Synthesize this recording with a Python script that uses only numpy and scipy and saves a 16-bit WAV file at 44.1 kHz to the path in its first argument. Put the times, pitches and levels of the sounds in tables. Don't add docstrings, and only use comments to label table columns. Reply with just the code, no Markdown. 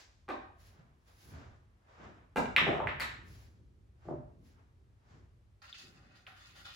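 import sys
import numpy as np
from scipy import signal
from scipy.fft import rfft, irfft
from scipy.io import wavfile
from scipy.ndimage import uniform_filter1d

SR = 44100
rng = np.random.default_rng(int(sys.argv[2]) if len(sys.argv) > 2 else 0)


def generate_wav(sig):
    pcm = np.round(np.clip(np.atleast_2d(sig).T, -1, 1) * 32767).astype(np.int16)
    wavfile.write(sys.argv[1], SR, pcm)


N = 297675


BALL_CLACKS = [(2.5635, -7.5, 2350, 0.95, -18.5, -7.5, -0.5), (2.5637, -24, 4000, 1.5, -30, -6, 0),
               (2.5835, -25, 1250, 1.5, -40, -12, 0), (2.872, -18.5, 1900, 0.72, -28, -8.5, -3),
               (2.9988, -27, 1850, 0.6, -3.5, 1, 6), (3.0045, -26, 2060, 1.6, -8, -11, 0),
               (3.004, -35.5, 4530, 3.2, -31, -5.5, 10), (5.6189, -54, 4500, 1.5, -20, -8, 3),
               (5.7275, -36, 3500, 2.2, -18, -21, 2), (6.2672, -37, 2750, 0.8, -25, -13, 0.5)]
def ball_clacks():
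    direct, send = np.zeros((2, N)), np.zeros(N)
    t = np.arange(1500) / SR
    for s, db, hz, cycles, edge_db, send_db, pan_db in BALL_CLACKS:
        edge = undb(edge_db) * crack(len(t), fade_s=0.0033, top_hz=2500)
        straight = wiggle(t, hz, rise_s=1.5 * cycles / hz, steepness=3)
        sideways = wiggle(t, 0.92 * hz, rise_s=cycles / hz, steepness=4)
        pan = undb(np.array([[pan_db], [-pan_db]]) / 2)
        add(direct, s, undb(db) * (straight + edge) * pan)
        add(send, s, undb(db + send_db) * (sideways + edge))
    return direct, send


def wiggle(t, hz, rise_s, steepness):
    age = t / rise_s
    return np.sin(2 * np.pi * hz * t) * (age * np.exp(1 - age)) ** steepness


def crack(size, fade_s, top_hz, order=1):
    burst = .35 * rng.standard_normal(size + 1) * np.exp(-np.arange(size + 1) / SR / fade_s)
    burst[0] = 3
    return signal.lfilter(*signal.butter(order, top_hz, fs=SR), np.diff(burst, prepend=0)[:size])


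# t/s, level/dB, contact time/ms, edge/dB, send/dB, tilt/(dB per octave)
CUE_HITS = [(2.3595, -24, 0.24, -9, -4, -0.5), (2.370, -23.5, 0.082, -8.5, -16.5, 3),
            (2.380, -22.5, 0.47, -11, -15, -4), (2.391, -27, 0.45, -19, -15, -1),
            (2.411, -31, 0.33, -20.5, -12, -5), (2.456, -34.5, 0.15, -19.5, -14, 1)]
# f/Hz, level/dB, time to fade by 60 dB/s
CUE_NOTES = [(201.2, -5.5, 0.019), (288, -8, 0.015), (390, -3.5, 0.015), (460.7, 1, 0.014),
             (650, -4.5, 0.018), (820, -3, 0.015), (973.4, -5.5, 0.017), (1360, -6, .012),
             (1626, -13.5, 0.05), (2028, -12.5, 0.015), (2350, -12, 0.03006), (2760, -15, 0.022),
             (3900, -13, 0.0062)]
def cue_strike():
    return blows(CUE_HITS, CUE_NOTES)


TABLE_HITS = [(.785, -52, 3.7, -58, -14.5, -1.5), (1.326, -52.5, 3.6, -60, -10.5, -3),
              (2.612, -31.5, 1.76, -40, -5.5, -0.5), (2.667, -23, 0.35, -26, -4, 3.5),
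              (2.677, -29, 0.79, -40, -7.5, 1.5), (2.687, -22, 0.42, -31, -27.5, -2),
              (2.696, -33, 1.3, -37.5, -27, 1), (2.715, -32.5, 1.04, -37, -16, -1),
              (2.730, -28, 0.32, -23, -5, 7), (2.792, -30, 0.7, -39.5, -21, 4.5),
              (2.801, -26.5, 0.27, -38, -10, 11), (2.855, -35, 5.7, -36.5, -16.5, -9.5),
              (4.052, -49, 0.36, -24, -4, -3), (4.068, -46, 3.3, -48, -1, 1),
              (4.085, -32, 0.47, -35, -9.5, 1), (4.108, -31.5, 1.2, -39, -21, 1.5),
              (4.123, -40.5, 0.52, -41, -10, -1), (4.136, -33, 2, -40, -18.5, 0.5)]
# f/Hz, level/dB, time to fade by 60 dB/s
TABLE_NOTES = [(105, -9, 0.11), (146.4, -4.5, 0.13), (253.4, -13.5, 0.11), (352, 6.5, 0.034),
               (450, 13, 0.0044), (604, 6.5, 0.036), (724, 14, 0.0055), (895, 7, 0.011), (1170, 2, 0.0034)]
def table_thumps():
    return blows(TABLE_HITS, TABLE_NOTES)


RAIL_HITS = [(.281, -42.5, 0.18, -28, 2, 0), (.2885, -32, 0.094, -13.5, -11, 0),
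             (.2965, -34.5, 0.15, -23, -12.5, -0.5), (.303, -32.5, 0.12, -32, -7.5, -0.5),
             (.307, -30.5, 0.15, -23, -18.5, -0.57)]
# f/Hz, level/dB, time to fade by 60 dB/s
RAIL_NOTES = [(232, -3, 0.019), (360, -0.5, 0.051), (513, -0.5, 0.018), (608, -1.5, 0.029),
              (786, -1.5, 0.042), (1138, 0.5, 0.025), (1566, -5.5, 0.029), (1880, -4.5, 0.012),
              (2436, -3, 0.012), (3740, -0.5, 0.0014)]
def rail_tap():
    return blows(RAIL_HITS, RAIL_NOTES)


def blows(hits, notes):
    direct, send = np.zeros(N), np.zeros(N)
    t = np.arange(SR // 4) / SR
    for s, db, contact_ms, edge_db, send_db, tilt_db in hits:
        scatter_db = 1.5 * rng.standard_normal(len(notes))
        detune = rng.normal(1, .008, len(notes))
        ring = 0
        for k, (hz, note_db, fade_s) in enumerate(notes):
            gain = (-1) ** k * undb(note_db + scatter_db[k] + tilt_db * np.log2(hz))
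            ring += gain * np.sin(2 * np.pi * hz * detune[k] * t) * fade(t, fade_s)
        push = np.sin(np.pi * np.clip(t[:256] / (contact_ms / 1000), 0, 1))
        knock = np.convolve(ring, push / push.sum())[:len(t)]
        edge = undb(edge_db) * crack(len(t), fade_s=0.019, top_hz=4330, order=2)
        sound = undb(db) * (knock / np.abs(knock).max() + edge)
        add(direct, s, sound)
        add(send, s, sound * undb(send_db))
    return direct, send


# f/Hz, width/Hz, level/dB
GRIP_BANDS = [(579, 72, 2), (764, 84, 3)]
SHAFT_BANDS = [(1260, 48, -10), (1413, 110, -3.5), (1520, 46, -3), (1876, 46, -2.5), (1550, 940, -3.5)]
TIP_BANDS = [(2518, 81, 1.5), (2700, 75, 0.5), (2310, 1240, -8)]
CUBE_BANDS = [(3140, 420, -3), (3510, 230, 1.5), (3970, 330, -3)]
COLLAR_BANDS = [(4800, 1300, 0), (5070, 3000, -9.5), (6150, 1670, -6.5)]
# full at t/s, rise/s, hold/s, level/dB of grip, shaft, tip, cube, collar, dust
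CHALK_TWISTS = [(5.62, 0.0029, 0.035, -64.5, -58.5, -66, -71, -65.5, -81),
                (5.67, 0.042, .01, -80, -75, -80, -66, -66, -93),
                (5.695, 0.015, .005, -78, -60, -66, -75, -64, -93),
                (5.745, 0.01, 0.0072, -80, -66, -55.5, -57, -60.5, -83),
                (5.785, 0.017, 0.014, -72, -67, -66, -60, -54, -73.5),
                (5.855, .01, 0.012, -78, -67.5, -71, -75, -79, -86),
                (5.9, 0.095, 0.28, -71.5, -68, -74, -80, -75.5, -106),
                (6.16, 0.033, 0.0069, -85, -71, -77, -71, -69.5, -86),
                (6.272, 0.009, 0.011, -60, -55.5, -62.5, -70, -67.5, -78),
                (6.37, 0.032, 0.039, -76, -68, -72, -66, -66, -81),
                (6.47, 0.058, 0.033, -75, -65, -65, -64, -65, -79.5),
                (6.565, 0.032, 0.04, -68.5, -59, -66, -62.5, -61.5, -74),
                (6.655, 0.015, 0.025, -61, -52.5, -60, -52, -58, -74),
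                (6.74, 0.03, .03, -79, -68, -60, -66, -59, -74)]
CHALK_FALLS = (150, 112, 131, 134, 129, 100)
def chalk():
    grit = rng.standard_normal((2, N)) * undb(2.8 * rng.exponential(size=N) + 1.6 * wander(50))
    grit = signal.lfilter(*signal.butter(1, 6000, fs=SR), grit)
    *gains, dust = swells(CHALK_TWISTS, CHALK_FALLS)
    out = dust * noise(UPPER_HISS)
    for bands, gain in zip((GRIP_BANDS, SHAFT_BANDS, TIP_BANDS, CUBE_BANDS, COLLAR_BANDS), gains):
        ring = 0
        for hz, width, db in bands:
            band = signal.butter(2, [hz - width / 2, hz + width / 2], "band", fs=SR, output="sos")
            ring += undb(db + 2.2 * wander(30)) * signal.sosfilt(band, grit)
        place = np.cumsum(1 + .012 * wander(9)) % N
        sliding = np.array([np.interp(place, np.arange(N), channel) for channel in ring])
        out += gain * unit(sliding)
    return out


# f/Hz, level/dB
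DULL_RUSTLE = [(150, -31.5), (350, -6.5), (700, -0.5), (1500, -4), (2500, -14), (4000, -23.5)]
LOWER_HISS = [(1500, -1.5), (3000, -7), (5000, -5.5), (7500, -11), (9000, -34)]
UPPER_HISS = [(8000, -33.5), (10500, 19), (13000, 1), (16000, 2)]
# full at t/s, rise/s, hold/s, level/dB of each layer above
CLOTH_SWEEPS = [(0.0, 0.021, 0.0095, -66, -60, -79.5), (.61, 0.054, 0.086, -71.5, -69, -77.5),
                (.78, 0.21, 0.027, -66, -88, -100), (1.08, 0.037, 0.0057, -68, -71.5, -81),
                (1.22, 0.21, 0.078, -85, -67.5, -72), (1.36, 0.24, 0.07, -58.5, -69.5, -97),
                (1.89, 0.027, 0.16, -67, -78.5, -104), (2.05, 0.25, 0.024, -54.5, -71.5, -104),
                (3.28, 0.069, 0.15, -69.5, -68, -75.5), (4.05, 0.1, 0.047, -66, -78, -99),
                (4.47, 0.094, 0.016, -78.5, -74, -81), (4.57, 0.14, 0.026, -71.5, -90, -108),
                (5.11, 0.17, 0.037, -67.5, -75.5, -103)]
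CLOTH_FALLS = (85, 103.5, 173)
def cloth_brushing():
    layers = zip((DULL_RUSTLE, LOWER_HISS, UPPER_HISS), swells(CLOTH_SWEEPS, CLOTH_FALLS))
    return sum(noise(shape) * gain * undb(wander(41)) for shape, gain in layers)


WEIGHT_SHIFTS = [(.38, 0.67, 0.02, -99, -59), (.63, 0.081, 0.0075, -72, -58.5),
                 (.77, 0.15, 0.01, -64.5, -64.5), (1.33, 0.14, 0.062, -56.5, -53.5),
                 (2.01, 0.059, 0.065, -55.5, -58.5), (5.12, 0.12, 0.069, -66, -57),
                 (5.84, 0.063, 0.22, -66.5, -64.5), (6.58, 1, 0.024, -71.5, -65)]
BALL_ROLLS = [(2.39, 0.089, 0.13, -61, -52), (2.8, 0.45, 0.018, -56, -48), (4.1, 0.15, 0.097, -64, -54.5)]
# bump fall/(dB per s), rumble fall/(dB per s)
WEIGHT_FALLS = (72.5, 34)
ROLL_FALLS = (18, 13.5)
# bump level/dB, rumble level/dB
RESTING_LEVELS = (-81, -70)
def weight_and_rolling():
    power = swells(WEIGHT_SHIFTS, WEIGHT_FALLS) ** 2 + swells(BALL_ROLLS, ROLL_FALLS) ** 2
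    bump_gain, rumble_gain = np.sqrt(power + undb(RESTING_LEVELS)[:, None] ** 2)
    bumps = noise([(90, -28.5), (130, 0), (200, -3.5), (400, -9), (600, -22)])
    bumps *= bump_gain * undb(2 * wander(12))
    rumble = noise([(30, -17), (42, -7.5), (55, 0.5), (75, -2), (100, -1.5), (140, -11.5)])
    rumble *= rumble_gain * undb(2 * wander(7.7))
    return bumps + rumble


# start t/s, end t/s, start f/Hz, end f/Hz, level/dB
FALLING_TONE = (0.39, .63, 1202, 556, -64.5)
def falling_tone():
    start_s, end_s, from_hz, to_hz, db = FALLING_TONE
    progress = np.clip((np.arange(N) / SR - start_s) / (end_s - start_s), 0, 1)
    phase = 2 * np.pi * np.cumsum(from_hz * (to_hz / from_hz) ** progress) / SR
    return undb(db) * np.sin(np.pi * progress) * wander(121) * np.sin(phase)


# delay/ms, level/dB
NEAR_ECHOES = [(2.5, -6), (5.9, -8)]
WALL_ECHOES = [(17.5, -6), (21.5, -4), (24.5, -6), (33, -9)]
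# f/Hz, time to fade by 60 dB/s, how alike left and right are (-1 to 1)
ROOM_BANDS = [(86.4, 0.15, 0.95), (191, 0.56, 0.73), (348.8, 0.47, 0.8), (753, 0.51, -0.15),
              (1420, 0.55, -0.21), (2888, 0.52, .1), (6030, 0.46, 0.3), (10200, 0.26, -0.27),
              (16500, 0.075, 1)]
def room(direct, send):
    t = np.arange(SR) / SR
    tail = 0
    for hz, fade_s, _ in ROOM_BANDS:
        band = noise([(hz / 2, -40), (hz / 1.6, 0), (hz * 1.3, 0), (hz * 2, -40)], size=SR)
        tail += band * np.sqrt(hz) * fade(t, fade_s)
    fill_s, tail_db = 0.0045, 12
    tail *= (1 - np.exp(-t / fill_s)) ** 4
    tail *= undb(tail_db) / np.sqrt(np.sum(tail ** 2) / 2)
    for k, (ms, db) in enumerate(WALL_ECHOES):
        tail[:, int(ms * SR / 1000)] += undb(db) * np.array([1, (-1) ** k])
    echoes = sum(undb(db) * np.roll(direct, int(ms * SR / 1000), axis=-1) for ms, db in NEAR_ECHOES)
    return direct + echoes + signal.fftconvolve(send[None], tail, axes=1)[:, :N]


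# f/Hz, level/dB
HOUSE_NOISE = [(15, -31.5), (25, -15), (43, -2.5), (92, -12.5), (229, -22.5), (427, -29.5), (600, -28.5),
               (1400, -34), (11600, -51.5), (16000, -79)]
def house_rumble(level_db=-69):
    return noise(HOUSE_NOISE) * undb(level_db)


def noise(points, size=N):
    log_hz = np.log(np.maximum(np.fft.rfftfreq(size, 1 / SR), 1))
    point_hz, point_db = np.transpose(points)
    gain = undb(np.interp(log_hz, np.log(point_hz), point_db, left=-90, right=-90))
    room_hz, _, likeness = np.transpose(ROOM_BANDS)
    alike = np.clip(np.interp(log_hz, np.log(room_hz), likeness), -.9, 1)
    mid, side = rfft(rng.standard_normal((2, size))) * gain * np.sqrt([1 + alike, 1 - alike])
    return unit(irfft(np.array([mid + side, mid - side]), size))


def swells(events, fall_db_per_s, rise_db=23.5):
    t = np.arange(N) / SR
    power = 0
    for s, rise_s, hold_s, *levels_db in events:
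        up_db = rise_db * np.minimum(t - s, 0) / rise_s
        down_db = np.outer(fall_db_per_s, np.maximum(t - s - hold_s, 0))
        power += undb(np.array(levels_db)[:, None] + up_db - down_db) ** 2
    return np.sqrt(power)


def wander(rate_hz):
    hold = int(SR / rate_hz)
    steps = np.repeat(rng.standard_normal(N // hold + 1), hold)
    return 1.3 * uniform_filter1d(uniform_filter1d(steps, hold), hold)[:N]


def fade(t, fade_s):
    return np.exp(-np.log(1000) * t / fade_s)


def add(track, s, sound):
    i = int(s * SR)
    track[..., i:i + sound.shape[-1]] += sound[..., :N - i]


def undb(db):
    return 10 ** (np.asarray(db) / 20)


def unit(x):
    return x / np.sqrt(np.mean(x ** 2))


def scene():
    directs, sends = zip(ball_clacks(), cue_strike(), rail_tap(), table_thumps())
    hits = room(sum(directs), sum(sends))
    return hits + cloth_brushing() + weight_and_rolling() + chalk() + falling_tone() + house_rumble()


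def record(dry):
    bass_hz, opening_hz, top_hz = 45, 15300, 16500
    thinned = signal.lfilter(*signal.butter(2, bass_hz, "high", fs=SR), dry)
    opening = signal.lfilter(*signal.iirpeak(opening_hz, Q=8, fs=SR), thinned)
    top_cut = signal.ellip(10, .2, 80, top_hz, fs=SR, output="sos")
    return signal.sosfilt(top_cut, thinned + undb(1.5) * opening)


dry = scene()
out = record(dry)
generate_wav(out)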